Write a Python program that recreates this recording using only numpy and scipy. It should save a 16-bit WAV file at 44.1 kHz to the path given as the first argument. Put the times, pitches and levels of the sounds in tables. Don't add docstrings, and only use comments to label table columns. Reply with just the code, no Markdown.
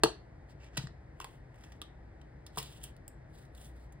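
import sys
import numpy as np
from scipy import signal
from scipy.fft import rfft, irfft
from scipy.io import wavfile

SR = 44100
rng = np.random.default_rng(int(sys.argv[2]) if len(sys.argv) > 2 else 0)


def to_wav(s):
    ch = np.atleast_2d(s).T
    pcm = np.round(np.clip(ch, -1, 1) * 32767)
    wavfile.write(sys.argv[1], SR, pcm.astype(np.int16))


N = 176400
T = np.arange(N) / SR
F = np.maximum(np.fft.rfftfreq(N, 1 / SR), 1)


def undb(db):
    return 10 ** (np.asarray(db) / 20)


def unit(x):
    return x / np.sqrt(np.sum(x ** 2))


def curve(points):
    hz, values = np.array(points).T
    return np.interp(np.log(F), np.log(hz), values)


def colour(x, points):
    gain = undb(curve(points))
    cepstrum = irfft(np.log(gain / np.sqrt(np.mean(gain ** 2))), N)
    cepstrum[1:N // 2] *= 2
    cepstrum[N // 2 + 1:] = 0
    return irfft(rfft(x) * np.exp(rfft(cepstrum)), N)


def add(out, start_s, x, db):
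    i = int(start_s * SR)
    x = unit(x)[:N - i] * np.sqrt(.003 * SR)
    out[i:i + len(x)] += undb(db) * x


def noise_pair(side_ratio):
    mid, side = rfft(rng.standard_normal((2, N)))
    return (mid + side_ratio * side * np.array([[1], [-1]])) / np.sqrt(1 + side_ratio ** 2)


def burst(decay_s, size=2600):
    noise, grain = rng.standard_normal((2, size))
    age = T[:size] / decay_s
    return noise * np.exp(.4 * grain - age) * (1 - np.exp(-age / .2475))


def struck(blows, modes, scatter):
    out, t = np.zeros(N), T[:12000]
    for start_s, db in blows:
        detune = 1 + scatter * rng.uniform(-1, 1, len(modes))
        ring = 0
        for k, (hz, mode_db, t60_s) in enumerate(modes):
            fade = np.exp(-np.log(1000) * t / t60_s)
            ring += (-1) ** k * undb(mode_db) * np.sin(2 * np.pi * hz * detune[k] * t) * fade
        add(out, start_s, ring, db)
    return out


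# f/Hz, relative density/dB
RUSH_SPECTRUM = [(20, -42), (38, -5.5), (85, -6), (170, -16), (450, -21.5), (750, -21.5), (1200, -32.5),
                 (1900, -27.5), (2800, -46), (5000, -49.5), (16000, -72)]
# f/Hz, width/Hz, level/dB
HUM_BANDS = [(59, 2, -57), (133, 37, -59.5), (323.3, 41, -70)]
# f/Hz, side/mid ratio
AIR_WIDTH = [(50, .04), (120, 0.047), (700, 0.74), (3000, 0.48), (7000, 0.13)]

def ventilation(rush_db=-54.5):
    def band_power(shape, db):
        return undb(db) ** 2 * shape ** 2 / np.mean(shape ** 2)

    power = band_power(undb(curve(RUSH_SPECTRUM)), rush_db)
    for hz, width_hz, db in HUM_BANDS:
        power += band_power(1 / (1 + ((F - hz) * 2 / width_hz) ** 2), db)
    lean_db = 2.5 * F / (F + 400)
    balance = undb(np.array([lean_db, -lean_db]) / 2)
    return irfft(noise_pair(curve(AIR_WIDTH)) * np.sqrt(power) * balance, N)


# f/Hz, relative level/dB, t60/s
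TAIL_BANDS = [(200, -3, 0.21), (400, 2, 0.21), (1307, -4, .24), (4300, -1, 0.27), (6800, -4, 0.21),
              (16000, -10.5, 0.16)]

def room(x, early_db=-7, wall_db=-13, tail_db=-7):
    scatter_s, wall_delay_s, tail_delay_s = .003, .021, .0022
    side_ratio = F / (F + 360) / (1 + (F / 6000) ** 8)
    tail_noise = noise_pair(side_ratio)
    patter = unit(np.exp(-T / scatter_s) * (1 - np.exp(-T / scatter_s)))
    early = irfft(noise_pair(side_ratio) / (1 + (700 / F) ** 2), N) * patter
    wall = irfft(noise_pair(side_ratio) / (1 + (F / 2000) ** 4), N) * patter
    response = undb(early_db) * early + undb(wall_db) * np.roll(wall, int(wall_delay_s * SR))
    onset = np.clip(T / tail_delay_s - 1, 0, 1)
    for hz, db, t60_s in TAIL_BANDS:
        band = curve([(row[0], row[0] == hz) for row in TAIL_BANDS])
        fade = unit(np.exp(-np.log(1000) * T / t60_s) * onset)
        response += undb(tail_db + db) * irfft(tail_noise * band, N) * fade
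    return x + signal.fftconvolve(x[None], response[:, :SR // 2], axes=1)[:, :N]


# f/Hz, left minus right/dB
PORT_BALANCE = [(60, .3), (130, 1.2), (370, 4.5), (1000, 0), (3200, -1), (6000, 0)]
# f/Hz, left lead/rad
PORT_LEAD = [(20, 0), (150, -.22), (750, -1), (1400, -.65), (2300, -1.6), (4900, -1.5), (5900, -3.14),
             (9300, 0), (15800, 6.2)]

def microphone_ports(x):
    lead_rad = np.interp(F, *np.array(PORT_LEAD).T)
    left = np.exp(1j * lead_rad / 2) * undb(curve(PORT_BALANCE) / 2)
    return irfft(rfft(x) * np.array([left, 1 / left]), N)


def sheet(x, hz, ring_db=6.5, q=3.46):
    x = signal.lfilter(*signal.butter(1, .17 * hz, "high", fs=SR), x)
    return x + undb(ring_db) * signal.lfilter(*signal.iirpeak(hz, q, fs=SR), x)


# f/Hz, relative level/dB
BODY_SPECTRUM = [(200, 8), (700, 1), (1300, 0.5), (2200, -3.5), (3000, 1.5), (4000, -4), (5000, -3.5),
                 (7500, -6.5), (12000, -39)]
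# f/Hz, relative level/dB
EDGE_SPECTRUM = [(4000, -12), (6800, 5), (10500, 5.5), (15300, 1.5), (17000, -6)]

def plastic(body, edge):
    return colour(body, BODY_SPECTRUM) + colour(edge, EDGE_SPECTRUM)


def friction(grain_s=.0007, crinkles_per_s=110, crinkle_db=-6.5, spurt_s=.013, spurt_db=2.5):
    grain = np.exp(.17 * rng.standard_normal(N)[(T / grain_s).astype(int)])
    catches = (rng.random(N) < crinkles_per_s / SR) * rng.exponential(1, N)
    crinkles = np.convolve(catches, np.exp(-2 * T[:200] / grain_s))[:N]
    spurts = undb(spurt_db * np.interp(T / spurt_s, np.arange(N), rng.standard_normal(N)))
    envelope = unit(spurts * (unit(grain) + undb(crinkle_db) * unit(crinkles)))
    return rng.standard_normal((2, N)) * envelope * np.sqrt(N)


# t/s, length/s, body level/dB, edge level/dB, ring f/Hz
SLEEVE_SLIDES = [(0.481, 0.047, -71, -78.5, 4400), (0.6, 0.085, -61.5, -81, 2294),
                 (0.742, 0.1, -57.5, -80, 1660), (0.768, 0.1, -62.5, -71, 3670),
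                 (1.199, 0.17, -72, -74, 2980), (1.547, 0.21, -69, -78, 1800),
                 (2.565, 0.14, -57, -62, 3800), (2.699, 0.1, -64.5, -66.5, 3370),
                 (2.817, 0.075, -59, -61.5, 3060), (3.322, 0.14, -71, -72, 4000),
                 (3.56, 0.13, -64.5, -62.5, 3660), (3.748, 0.12, -77, -79, 4190)]

def sleeves():
    body, edge = np.zeros((2, N))
    body_rub, edge_rub = friction()
    for start_s, length_s, body_db, edge_db, hz in SLEEVE_SLIDES:
        push = np.exp(-np.abs(2 * (T - start_s) / length_s - 1) ** 2.6)
        body += undb(body_db) * push * unit(sheet(body_rub, hz)) * np.sqrt(N)
        edge += undb(edge_db) * push * edge_rub
    return plastic(body, edge)


# t/s, body level/dB, edge level/dB, decay/s, ring f/Hz
PLASTIC_CLICKS = [(0.758, -59, -75, 0.0015, 1650), (0.7688, -36.5, -54, 0.0066, 2940),
                  (0.7725, -31, -37, 0.0021, 1960), (0.777, -32.5, -52, 0.0015, 4840),
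                  (.871, -45.5, -79, 0.0016, 1770), (1.201, -44.5, -49.5, 0.0015, 1410),
                  (1.2102, -46, -54, 0.0087, 2700), (1.2441, -40, -49, 0.0015, 1470),
                  (1.636, -51.5, -66.5, 0.0062, 1750), (1.7203, -52.5, -66, 0.003, 1770),
                  (1.8167, -40, -45, 0.00076, 3500), (1.8224, -56, -64, 0.0018, 4200),
                  (2.214, -60.5, -73.5, 0.0023, 3200), (2.4643, -48.5, -52.5, 0.0036, 4100),
                  (2.572, -45.5, -40.5, 0.0043, 1370), (2.5791, -34.5, -39, 0.0053, 3850),
                  (2.585, -34.5, -36, 0.0027, 4700), (2.593, -43.5, -44, 0.019, 2230),
                  (2.628, -47, -45, 0.0015, 3500), (2.832, -57, -43, 0.0075, 3200),
                  (2.8388, -49, -40, 0.0016, 3760), (2.965, -65, -66.5, 0.0019, 4350),
                  (3.0799, -52, -45, 0.00045, 9500), (3.5485, -61.5, -62, 0.0035, 4440),
                  (3.9224, -63.5, -63.5, 0.0043, 7300)]

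def clicks():
    body, edge = np.zeros((2, N))
    for start_s, body_db, edge_db, decay_s, hz in PLASTIC_CLICKS:
        add(body, start_s, sheet(burst(decay_s), hz), body_db)
        add(edge, start_s, burst(decay_s), edge_db)
    return plastic(body, edge)


# t/s, level/dB, f/Hz
SPINE_KNOCKS = [(1.2021, -37.5, 1050), (1.2471, -41, 1050), (1.8169, -48.5, 1170), (2.5726, -34.5, 1014),
                (2.5735, -37.5, 730), (2.582, -38.5, 1063)]
# ratio to the knock's f, relative level/dB, t60/s
SPINE_RING = [(0.998, -14.5, 0.031), (1.13, -8.5, 0.0035), (1.37, -17.5, 0.005)]

def spine():
    out = np.zeros(N)
    for start_s, db, hz in SPINE_KNOCKS:
        modes = [(hz * ratio, mode_db, t60_s) for ratio, mode_db, t60_s in SPINE_RING]
        out += struck([(start_s, db)], modes, scatter=.0067)
    return out


# t/s, level/dB
TABLE_THUMPS = [(.038, -31.5), (.7795, -28), (.838, -33.5), (2.578, -36.5)]
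# f/Hz, relative level/dB, t60/s
TABLE_RING = [(133.55, -1.5, 0.088), (173, 2, 0.02)]

def table():
    return struck(TABLE_THUMPS, TABLE_RING, scatter=.0043)


# t/s, level/dB
COVER_SLAPS = [(.0368, -16), (2.5745, -41)]
# f/Hz, relative level/dB, t60/s
COVER_RING = [(246.1, -6, 0.035), (318.3, -1, 0.063), (448.3, 1, 0.05), (640, -2.5, 0.029), (745, 5, .016),
              (1670, -3, 0.01527)]

def cover():
    return struck(COVER_SLAPS, COVER_RING, scatter=.0023)


# t/s, level/dB, decay/s
STUD_CATCHES = [(0.0354, -19, 0.001), (.0363, -20.5, 0.00097), (0.0378, -24, 0.001), (0.0451, -32, 0.0024)]
# f/Hz, relative level/dB
CRACK_SPECTRUM = [(100, -9), (260, -1.5), (600, 5.5), (1000, -1), (1700, -3.5), (2250, -16.5), (2900, -3),
                  (3700, -5), (5200, -4.5), (7000, -8.5), (11000, -10.5), (16000, -17.5)]
# f/Hz, relative level/dB, t60/s
CAP_RING = [(4320, 0, .013), (4680, -4, .011)]

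def press_stud(cap_db=-20.5):
    crack = np.zeros(N)
    for start_s, db, decay_s in STUD_CATCHES:
        add(crack, start_s, burst(decay_s), db)
    cap = struck([(STUD_CATCHES[0][0], cap_db)], CAP_RING, scatter=0)
    return colour(crack, CRACK_SPECTRUM) + cap


def scene():
    binder = press_stud() + cover() + sleeves() + clicks() + spine() + table()
    return microphone_ports(room(binder) + ventilation())


def record(dry, cutoff_hz=16100):
    return signal.sosfilt(signal.ellip(8, .2, 70, cutoff_hz, fs=SR, output="sos"), dry)


dry = scene()
out = record(dry)
to_wav(out)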